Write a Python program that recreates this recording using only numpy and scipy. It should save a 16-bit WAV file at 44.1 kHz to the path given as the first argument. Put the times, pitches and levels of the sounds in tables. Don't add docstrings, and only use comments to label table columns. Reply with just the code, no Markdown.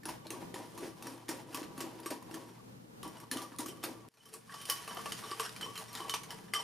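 import sys
import numpy as np
from scipy import signal
from scipy.fft import rfft, irfft, next_fast_len
from scipy.io import wavfile
from scipy.ndimage import map_coordinates

SR = 44100
rng = np.random.default_rng(int(sys.argv[2]) if len(sys.argv) > 2 else 0)


def int16_out(signal):
    q = np.round(np.clip(np.atleast_2d(signal).T, -1, 1) * 32767)
    wavfile.write(sys.argv[1], SR, q.astype(np.int16))


N = 292383
CUT_S = 4.088


def whisk():
    contact, force, knock = taps()
    rubbing, cream, wiping = sweeps()
    metal = wires(contact, rubbing) + knock
    glass = struck_glass(force) + rubbed_glass(rubbing) + flares()
    wet_sounds = squelch(cream) + swish(wiping) + slaps()
    return filtered(metal + glass + wet_sounds, lambda hz: (1j * hz / (130 + 1j * hz)) ** 2)


# t/s, crack level/dB, rattle level/dB re crack, dullness/dB per octave, glass drive level/dB re strike,
# knock f/Hz, knock level/dB re the crack column
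WIRE_STRIKES = [(0.0332, -37, -12, 0, -11, 1780, -12), (0.0546, -25, -10.5, -1, -4, 2700, -22),
                (0.0883, -28, -8, -0.5, -7, 1510, -16), (0.2683, -29.5, -15, 0.5, -14, 3030, -28),
                (0.3044, -26, -7.5, -1.5, -7, 2760, -14), (0.542, -30.5, -8.5, -1.5, -9, 1840, -11.5),
                (0.5574, -34.5, -11, 2, -7, 1770, -12), (0.7765, -31, -7, 0, -5, 1770, -21),
                (0.8315, -36, -6, 7, -15, 2060, -18), (1.0244, -28.5, -14, -1.5, -7, 2640, -18),
                (1.069, -28.5, -15, -2.5, 3, 1780, -22), (1.29, -21.5, -8.5, -1, -6, 1835, -15),
                (1.3676, -53, 1, -5, -4, 2060, -11), (1.5285, -36.5, -15, 0, -4, 2810, -25),
                (1.5457, -25.5, -10.5, -4, 0.5, 2570, -12.5), (1.6294, -32.5, -8, 4, -3, 2670, -17),
                (1.778, -30.5, -10, 0, -10.5, 2720, -22), (1.8048, -23.5, -8.5, -0.5, -3, 3037, -14.5),
                (2.002, -41.5, -25, -6, -7, 2020, -20), (2.0318, -46, -1, 2, -9, 1430, -16),
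                (2.0595, -25.5, -7.5, -0.5, 0, 1590, -17), (2.1052, -27, -10.5, -1, -2.5, 1460, -18),
                (2.2258, -39, -19, -4.5, -13, 1880, -18), (2.3116, -32.5, -13, 2, -7, 2740, -18),
                (2.342, -32, -9.5, -3, -2, 1784, -9.5), (3.03, -31, -9.5, -1.5, -4, 3040, -13.5),
                (3.0773, -39.5, -12, -5, -7, 1940, -18), (3.1687, -41, -9, 0, 3, 2940, -15),
                (3.201, -37, -11.5, -3, -1, 1410, -18), (3.3136, -19.5, -9.5, -2, -18, 1750, -15),
                (3.3707, -24, -12, -0.5, -14, 3060, -13.5), (3.4183, -33, -9, -4, -7, 3040, -22),
                (3.5197, -47, -6, 14, 0, 2590, -21), (3.5859, -28, -7, -4, -11, 4200, -18),
                (3.6044, -29, -10.5, -4.5, -3, 4060, -23), (3.6606, -28.5, -11, -3, -2, 1459, -20),
                (3.683, -34.5, -5.5, -4, -7, 3050, -21), (3.8376, -23, -8.5, -3.5, -16, 3050, -23),
                (4.0028, -49, -8, 0, -5, 2760, -21), (4.1395, -55, -6, -2, -3, 2980, -18),
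                (4.1714, -50, -4, 6, -7, 1410, -18), (4.2557, -45, -9, -4.5, -1, 3020, -38),
                (4.2882, -48, -11, -3, 6, 3033, -18), (4.3387, -36.5, -10.5, -7, 0, 2537, -25),
                (4.4954, -41, -9, 6, -15, 1570, -13), (4.5226, -37, -10, 5, -11, 1878, -10),
                (4.5406, -33.5, -3, 3, -10, 3040, -14), (4.6134, -38, -5, -4.5, -7, 3120, -13),
                (4.6538, -31, -11, -4.5, -13, 3040, -18), (4.6988, -15.5, -12, -5.5, -14, 3012, -11),
                (4.8372, -37, -8, 5, -3, 3040, -20), (4.877, -30.5, -5, 1, -5, 2653, -13),
                (4.9094, -28, -8, 9, -17, 3020, -20), (4.9707, -29.5, -7, 8, -7, 3040, -12),
                (5.0577, -24, -8.5, 4, -4.5, 1749, -18), (5.1207, -19.5, -13.5, -0.5, -7, 3030, -11.5),
                (5.1922, -33, -15, 4, -25, 1829, -14), (5.2382, -33, -6, 8, -5, 3044, -20),
                (5.3134, -24.5, -10, 3, -7, 3120, -24), (5.3965, -20, -7, 0.5, -3, 1555, -15),
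                (5.4294, -30, -4, 5, -5, 1550, -18), (5.4505, -25, -5, 4, -7, 2780, -14),
                (5.4929, -27, -20, 1, -20, 1602, -24), (5.563, -34, -10, 1, -8, 2360, -8.5),
                (5.6104, -25.5, -10, 1, -6, 3190, -13), (5.6295, -28.5, -9.5, 3.5, -9, 3240, -12.5),
                (5.7555, -29, -6.5, 1.5, -10, 3240, -14), (5.7771, -27.5, -9.5, -2, -4, 4070, -10),
                (5.882, -39.5, -7, 0, 2, 1460, -15), (5.9509, -24.5, -10, 0.5, -10, 1900, -17),
                (5.9728, -30, -7, 2, -7, 3020, -13), (6.0043, -31.5, -13, 2, -10, 3105, -10),
                (6.0955, -20, -12.5, -2.5, -4, 3040, -10.5), (6.1387, -17.5, -8.5, 1, -5.5, 3040, -16),
                (6.2337, -32.5, -7.5, 0.5, -15, 2240, -15), (6.3058, -27, -9, -0.5, -14, 2970, -14),
                (6.4023, -54, -14, 4, -4, 3040, -20), (6.4827, -43.5, -6, 8, -10, 1750, -8),
                (6.5364, -16.5, -7, 1, -15, 2060, -7.5), (1.2829, -32, -3.5, 0.5, -11, 1990, -30),
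                (3.8293, -32, -3.5, 4, -2, 1903, -30), (4.331, -42, -7, -4, -8, 2460, -30),
                (4.6895, -31.5, -2, 4.5, -3, 2650, -26), (5.93, -39, -15, -8, -10, 4200, -10),
                (6.081, -40, -1, 0, -5, 2970, -12), (6.5304, -49.5, -1, 0, -12, 2010, -30)]
RATTLE_T60_S = 0.13


def taps():
    contact, force, knock = np.zeros((3, N + SR))
    t = np.arange(SR // 4) / SR
    bins = np.fft.rfftfreq(len(t), 1 / SR)
    octaves = np.log2(bins / 4000 + 0.3)
    chatter = np.pad(amp(1.15 * wobble(220)), (0, SR))
    for s, db, rattle_db, dull_db, ring_db, knock_hz, knock_db in WIRE_STRIKES:
        start = round(s * SR)
        at = slice(start, start + len(t))
        crack = amp(-60 * t / 0.009) * (1 - np.exp(-t / 0.0004))
        rattle = chatter[at] * amp(rattle_db - 60 * t / RATTLE_T60_S) * (1 - np.exp(-t / 0.0018))
        burst = amp(db - 6) * (crack + rattle) * rng.standard_normal(len(t))
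        own_db = 3.5 * map_coordinates(rng.standard_normal(40), [bins / 600])
        contact[at] += irfft(rfft(burst) * amp(own_db - dull_db * octaves), len(t))
        force[at] += amp(ring_db) * burst
        knock[at] += amp(db + knock_db - 60 * t / 0.036) * np.sin(2 * np.pi * knock_hz * t)
    return contact[:N], force[:N], knock[:N]


# peak t/s, build t/s per 20 dB (at least 0.01), fade t/s per 20 dB (at least 0.02),
# wire scrape level/dB, cream squelch level/dB, swish along the wall level/dB
WHISK_SWEEPS = [(0.088, 0.03, 0.11, -52, -42.5, -44.5), (.26, .03, -0.8, -70, -54, -50.5),
                (0.329, 0.04, 0.36, -56, -45, -51), (0.568, .06, 0.27, -53, -45, -51.5),
                (.85, 0.18, 0.1, -49, -43.5, -49.5), (1.078, 0.18, 0.3, -53.5, -47.5, -50.5),
                (1.302, 0, 0.2, -49.5, -42, -47), (1.5, 0.14, 0.8, -70, -48, -56),
                (1.589, 0.16, 0.09, -47.5, -44.5, -48), (1.818, 0.2, 0.8, -57.5, -47.5, -53),
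                (2.109, -0.23, 0.11, -47, -39, -45), (2.23, 8, 0.66, -67, -65, -59.5),
                (2.35, .06, 0.3, -54, -47.5, -51.5), (2.49, -0.2, 0.17, -64, -55, -52.5),
                (3.05, -0.22, .4, -58, -51.5, -51), (3.24, 0.04, -0.2, -60, -51, -62),
                (3.32, -0.01, 0.24, -45, -42.5, -46.5), (3.44, -0.15, -0.5, -68, -47, -56),
                (3.53, -7, -2, -64, -70, -64), (3.602, -0.2, 0.15, -49, -42.5, -47.5),
                (3.71, 0.3, 0.3, -60, -52, -58), (3.849, -0.03, 0.19, -52, -41, -49.5),
                (3.98, 1, .3, -66, -54, -60.5), (4.27, 0.23, 3, -63.5, -71, -70.5),
                (4.34, 0.05, 0.08, -52.5, -54, -58), (4.52, 0.08, 6, -55, -74, -69),
                (4.62, 0.23, 1.5, -54.5, -61, -72), (4.702, 0.06, 0.26, -42.5, -57, -60),
                (4.89, -0.27, .4, -46, -59, -55), (4.99, -0.5, 0.2, -47.5, -53.5, -57),
                (5.09, 2.6, 2, -49, -68, -60), (5.24, .1, 1, -49, -55, -54),
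                (5.318, 0.26, -0.05, -45.5, -51, -58), (5.41, .04, -0.05, -40, -50, -43),
                (5.659, 0.1, 0.1, -50, -46, -46.5), (5.798, -0.2, 0.1, -43.5, -56, -50),
                (5.93, .06, 0.57, -49.5, -62, -58), (6.01, .15, 0.44, -52.5, -51.5, -51),
                (6.15, 0, 0.03, -43, -58, -39.5), (6.33, 0.7, 0.35, -63, -57, -56.5),
                (6.44, 0.8, 0.14, -57.5, -58, -68), (6.55, -0.02, 0.3, -45.5, -55, -46.5)]
# scrape level/dB, squelch level/dB, swish level/dB
WET_REST_DB = (-72.5, -63, -80)


def sweeps():
    resting = np.outer(amp(WET_REST_DB), wet_stage())
    return np.maximum(swells(WHISK_SWEEPS), resting)


# f/Hz, relative level/dB per Hz
WIRE_COLOUR = [(300, -27), (700, -16), (1400, -13), (1800, -12), (2200, -16), (3100, -14.5), (3600, -17),
               (5300, -15), (7700, -21), (9900, -15.5), (14500, -28.5), (17000, -9.5)]


def wires(contact, rubbing):
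    scrape = rubbing * (grit(3.6, 60, clump_db=2.5) + amp(9.5) * ticks(90))
    return filtered(contact + scrape, lambda hz: amp(17.0) * colour(WIRE_COLOUR)(hz))


def ticks(rate):
    starts = (rng.random(N) < rate / SR) * amp(3 * rng.standard_normal(N))
    decay = amp(-60 * np.arange(200) / SR / 0.0019)
    return np.convolve(starts, decay)[:N] * rng.standard_normal(N)


# f/Hz, width f/Hz, relative level/dB
SPLIT_LOW_RING = [(1150, 35, 0), (1095, 40, -3), (1270, 40, -10)]
GLASS_RINGS_HZ = [447, 2000, 3052, 3357, 4230, 5610, 6840, 8450, 9640, 10000, 11600]
# width f/Hz, relative level/dB
GLASS_RING_MODES = [(30, -4.5), (25.2, -23), (20.2, -18), (16, -19), (50, -14), (37.2, -2.5), (24, -6),
                    (45.5, -3.5), (35, -32), (76, -13), (79.4, -9.5)]


def glass_rings():
    return modes([(hz, *mode) for hz, mode in zip(GLASS_RINGS_HZ, GLASS_RING_MODES)])


def struck_glass(force):
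    return amp(18) * filtered(force, glass_rings()) + amp(19) * filtered(force, modes(SPLIT_LOW_RING))


# wet stage level/dB, stiff stage level/dB
RUBBED_RINGS_DB = (-15, -16.5)


def rubbed_glass(rubbing):
    rings = unit(filtered(grit(3.0, 43, clump_db=-5.0), glass_rings()))
    return rubbing * by_stage(RUBBED_RINGS_DB) * rings


# peak t/s, fade t/s per 20 dB (at least 0.02), low ring level/dB, low ring f/Hz, second ring level/dB
SINGING_FLARES = [(.09, 2, -66, 1108, -76), (0.341, 0, -49, 1145, -59), (.59, -0.3, -60, 1202, -73),
                  (.79, 0.6, -60.5, 1140, -76), (1.06, 3, -69, 1114, -78), (1.29, -0.04, -54, 1152, -63),
                  (1.55, 0.5, -58.5, 1152, -75), (1.81, -0.12, -44, 1146, -52.5),
                  (2.06, 0.4, -58.5, 1100, -72), (2.23, .05, -57.5, 1110, -80),
                  (2.35, 0.22, -56, 1096, -77), (2.601, -0.42, -53.5, 1127, -95),
                  (3.05, 0.11, -47, 1144, -60), (3.24, -0.15, -51.5, 1143, -80),
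                  (3.33, -0.2, -49, 1170, -46), (3.39, 0.05, -43, 1145, -62), (3.45, -0.03, -45, 1146, -77),
                  (3.549, -0.1, -52, 1137, -88), (3.64, 0.8, -58, 1156, -73),
                  (3.71, -0.48, -60, 1152, -51.5), (3.84, 0.03, -60, 1155, -51), (4.21, 0, -84, 1140, -62),
                  (4.26, 0.05, -67, 1137, -62), (4.35, 0.03, -56, 1165, -73),
                  (4.5, 0.4, -49.5, 1096, -62.5), (4.56, 0.5, -54, 1150, -54.5),
                  (4.709, 0.11, -39.5, 1115, -41.5), (4.898, 0.1, -46.5, 1131, -48.5),
                  (4.991, 0.1, -44, 1138, -52), (5.07, .07, -42.5, 1160, -57), (5.13, .08, -60, 1136, -54),
                  (5.24, 0.4, -52, 1135, -54.5), (5.33, 0.01, -42.5, 1146, -46),
                  (5.42, 0.03, -38, 1150, -54), (5.63, 0.05, -49, 1134, -40), (5.679, 0.2, -48, 1128, -59),
                  (5.77, 0.02, -60, 1155, -46), (5.92, 0.8, -56, 1146, -64), (6.02, 0.12, -44, 1125, -53),
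                  (6.11, 0.06, -48, 1140, -43), (6.16, 0, -43, 1125, -47), (6.31, 0.06, -53, 1154, -51),
                  (6.552, .12, -38.5, 1162, -37.5)]
HIGH_PAIR_HZ = [5610, 8450]
FLARE_BUILD_S, SECOND_RING_HZ = 0.018, 3052
HIGH_FLARE_DB = -11.5


def flares():
    rows = [(s, FLARE_BUILD_S, fade_s, low_db, second_db)
            for s, fade_s, low_db, _, second_db in SINGING_FLARES]
    low, second = swells(rows)
    low_hz, = curves([(row[0], row[3]) for row in SINGING_FLARES])
    high = amp(HIGH_FLARE_DB) * (tone(HIGH_PAIR_HZ[0], 35.3) + tone(HIGH_PAIR_HZ[1], 39.5))
    return low * tone(low_hz, 25) + second * (tone(SECOND_RING_HZ, 40) + high)


def tone(hz, waver_hz):
    breaks = amp(4 * wobble(110))
    phase = 2 * np.pi * np.cumsum(hz + waver_hz * wobble(90)) / SR
    return unit(breaks * np.sin(phase))


# f/Hz, width f/Hz, relative level/dB
WET_BOWL = [(253, 82, -1.5), (341, 72, 2.5), (474, 30, -4), (534, 81, -6.5)]
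# f/Hz, width f/Hz, relative level/dB
STIFF_BOWL = [(324, 93, -3), (456, 37, 0), (548, 70, -10.5)]


def squelch(cream):
    lumps = grit(1.6, 35, clump_db=1.5)
    wet = unit(filtered(lumps, modes(WET_BOWL)))
    stiff = unit(filtered(lumps, modes(STIFF_BOWL)))
    return cream * np.where(wet_stage(), wet, stiff)


# f/Hz, width f/Hz, relative level/dB
WALL_MODES = [(646, 40, -3), (786, 47, 2), (950, 46, 5.5), (1022, 74, 1), (1440, 2000, -13.5)]


def swish(wiping):
    return wiping * unit(filtered(grit(1.8, 45, clump_db=3.5), modes(WALL_MODES)))


# t/s, level/dB before the note's envelope, f/Hz
CREAM_SLAPS = [(0.058, -35, 328), (0.101, -39, 326), (0.262, -40, 320), (0.305, -35.5, 327),
               (0.334, -35, 362), (0.37, -40, 344), (0.54, -35.5, 364), (0.6, -34.5, 295),
               (0.803, -42, 332), (0.827, -32.5, 370), (0.878, -34, 330), (1.068, -41, 264),
               (1.116, -44, 274), (1.29, -27, 336), (1.544, -33, 283), (1.616, -29, 305),
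               (1.78, -35.5, 270), (1.81, -32, 344), (1.84, -33, 358), (2.06, -31, 342),
               (2.106, -31.5, 310), (2.311, -41, 333), (2.342, -37, 324), (2.472, -44, 333.5),
               (3.031, -43, 386), (3.059, -33.5, 311), (3.315, -33.5, 277), (3.36, -29, 263),
               (3.424, -37, 298), (3.519, -43, 284), (3.593, -28.5, 284), (3.662, -33, 307),
               (3.688, -36, 362), (3.838, -33, 324), (4.688, -43, 521), (4.971, -42.5, 385),
               (5.121, -44, 341.7), (5.313, -38, 361), (5.397, -36.5, 436), (5.951, -46, 246),
               (6.002, -40, 351), (6.533, -45, 366.6)]
# t/s, level/dB before the note's envelope, f/Hz
WALL_KNOCKS = [(0.057, -38, 904), (0.09, -31, 983), (0.259, -39.5, 592), (0.307, -43, 880),
               (0.543, -38, 786), (0.56, -34, 983), (0.6, -37, 780), (0.78, -37.5, 950), (1.018, -47, 960),
               (1.29, -33.5, 926), (1.487, -44, 960), (1.546, -33.5, 1006), (1.576, -42, 970),
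               (1.779, -40, 1110), (1.805, -37, 1130), (2.063, -35.5, 1156), (2.106, -38, 940),
               (2.221, -48, 964), (2.296, -41, 792), (3.033, -34.5, 1122), (3.313, -44, 1180),
               (3.369, -36, 1145), (3.518, -43, 956), (3.589, -34.5, 1170), (3.659, -39, 1140),
               (3.839, -37.5, 713), (4.48, -50.5, 1135), (4.497, -43, 1135), (4.542, -45, 1120),
               (4.704, -38, 1100), (4.879, -37, 1110), (4.969, -31.5, 1206), (4.992, -30, 1131),
               (5.06, -31.5, 1113), (5.121, -49, 1140), (5.226, -41, 1113), (5.317, -28, 1130),
               (5.399, -24, 1106), (5.609, -46, 1120), (5.662, -32.5, 1045), (5.757, -43, 1171),
               (5.951, -52, 958), (6.003, -30.5, 1030), (6.098, -35, 1090), (6.139, -29, 962),
               (6.536, -32, 1127)]


def slaps():
    return notes(CREAM_SLAPS, 0.07, 0.00082) + notes(WALL_KNOCKS, 0.032, 0.00068)


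def notes(table, t60, attack):
    out, t = np.zeros(N + SR), np.arange(SR // 8) / SR
    for s, db, hz in table:
        note = np.sin(2 * np.pi * hz * t) * amp(-60 * t / t60) * (1 - np.exp(-t / attack))
        out[round(s * SR):][:len(t)] += amp(db) * note
    return out[:N]


# f/Hz, t60 t/s
ROOM_DECAY = [(200, 0.2), (1500, 0.33), (10000, 0.25)]


def room(x):
    hz, t, z = signal.stft(rng.standard_normal((2, SR // 2)), SR, nperseg=256)
    decay = amp(-60 * t / along(ROOM_DECAY, hz)[:, None])
    tail = signal.istft(z * decay, SR, nperseg=256)[1]
    tail = np.pad(tail / np.linalg.norm(tail[0]), ((0, 0), (150, 0)))
    early = wet_stage()

    def answer(part):
        return signal.fftconvolve(part[None], tail, axes=1)[:, :N]

    return early * answer(early * x) + answer(~early * x)


# t/s, level/dB of noise and hum together
BACKGROUND_LEVEL = [(0, -54.5), (2, -54.5), (4.086, -54), (4.09, -84), (4.2, -70.5), (4.5, -61), (5, -54.5),
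                    (5.5, -54.5), (6.63, -55)]
# f/Hz, relative level/dB per Hz
AIR_COLOUR = [(12, -71), (20, -44), (34, -23), (87, -18), (108, -12), (174, -5.5), (286, -11.5),
              (347, -19.5), (445, -12.5), (525, -13.5), (656, -26), (733, -16.5), (2100, -30), (15000, -40)]
# f/Hz, correlation (-1 to 1)
AIR_LIKENESS = [(60, 0.23), (180, 0.77), (550, -0.82), (1650, -0.61), (4970, -0.35), (15000, 0.12)]
HUM_HZ, HUM_DB = 118, -6.5


def kitchen():
    def mid_side(hz):
        turn = np.arccos(np.clip(along(AIR_LIKENESS, hz), -1, 1)) / 2
        return amp(along(AIR_COLOUR, hz)) * [np.cos(turn), np.sin(turn)]

    mid, side = filtered(rng.standard_normal((2, N)), mid_side)
    air = unit(np.array([mid + side, mid - side])) * amp(3.2 * wobble(6.6))
    phase = 2 * np.pi * np.cumsum(HUM_HZ + 1.8 * wobble(8)) / SR
    hum = np.sin(phase) * amp(HUM_DB + 1.5 * wobble(6))
    level, = curves(BACKGROUND_LEVEL)
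    return amp(level) * (air + hum)


def amp(db):
    return 10 ** (np.asarray(db) / 20)


def unit(x):
    return x / np.sqrt(np.mean(x ** 2) + 1e-20)


def along(points, hz):
    f, v = np.transpose(points)
    return np.interp(np.log(hz + 1), np.log(f + 1), v)


def curves(rows):
    s, *cols = np.transpose(rows)
    return [np.interp(np.arange(N) / SR, s, c) for c in cols]


def wobble(rate):
    return map_coordinates(rng.standard_normal(int(N * rate / SR) + 4), [np.arange(N) * rate / SR])


def wet_stage():
    return np.arange(N) < CUT_S * SR


def by_stage(db):
    return amp(np.where(wet_stage(), *db))


def swells(rows):
    t, gains = np.arange(N) / SR, np.zeros((len(rows[0]) - 3, N))
    for s, build_s, fade_s, *peaks_db in rows:
        near = slice(max(round((s - 0.4) * SR), 0), round((s + 0.8) * SR))
        since = t[near] - s
        shape_db = 20 * np.where(since < 0, since / max(build_s, 0.01), -since / max(fade_s, 0.02))
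        same_stage = (t[near] < CUT_S) == (s < CUT_S)
        swell = same_stage * amp(shape_db + np.c_[peaks_db])
        gains[:, near] = np.maximum(gains[:, near], swell)
    return gains


def grit(spread_db, clump_rate, clump_db):
    size_db = spread_db * np.minimum(rng.exponential(size=N), 6)
    return unit(rng.standard_normal(N) * amp(size_db + clump_db * wobble(clump_rate)))


def filtered(x, response):
    m = next_fast_len(N + SR // 2)
    return irfft(rfft(x, m) * response(np.fft.rfftfreq(m, 1 / SR)), m)[..., :N]


def modes(table):
    def response(f):
        total = 0
        for k, (centre, width, db) in enumerate(table):
            damping = 1j * f * abs(width)
            total = total + (-1) ** k * amp(db) * damping / (centre * centre - f * f + damping)
        return total
    return response


def colour(points):
    def response(hz):
        cepstrum = irfft(np.log(amp(along(points, hz)) + 1e-6))
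        half = len(cepstrum) // 2
        cepstrum[1:half] *= 2
        cepstrum[half + 1:] = 0
        return np.exp(rfft(cepstrum))
    return response


# f/Hz, left minus right level/dB
STEREO_LEAN = [(60, 7.5), (180, 1), (550, 2), (1650, -1), (4970, 0.0), (15000, 0)]


def scene():
    near = whisk()
    wet = room(near)
    both = near + amp(-7.5) * (wet + 0.094 * wet[::-1]) + kitchen()
    return filtered(both, lambda hz: amp(np.outer([0.5, -0.5], along(STEREO_LEAN, hz))))


# f/Hz, level/dB
TREBLE_CUTOFF = [(15000, -1), (15400, -40), (16450, -43)]
NOTCH_HZ, NOTCH_WIDTH_HZ, TOP_HZ = 7930, 110, 16450


def record(dry):
    def response(hz):
        notch = 1 - 0.52 * np.exp(-((hz - NOTCH_HZ) / NOTCH_WIDTH_HZ) ** 2)
        return notch * amp(along(TREBLE_CUTOFF, hz)) * (hz < TOP_HZ)
    return filtered(dry, response)


dry = scene()
out = record(dry)
int16_out(out)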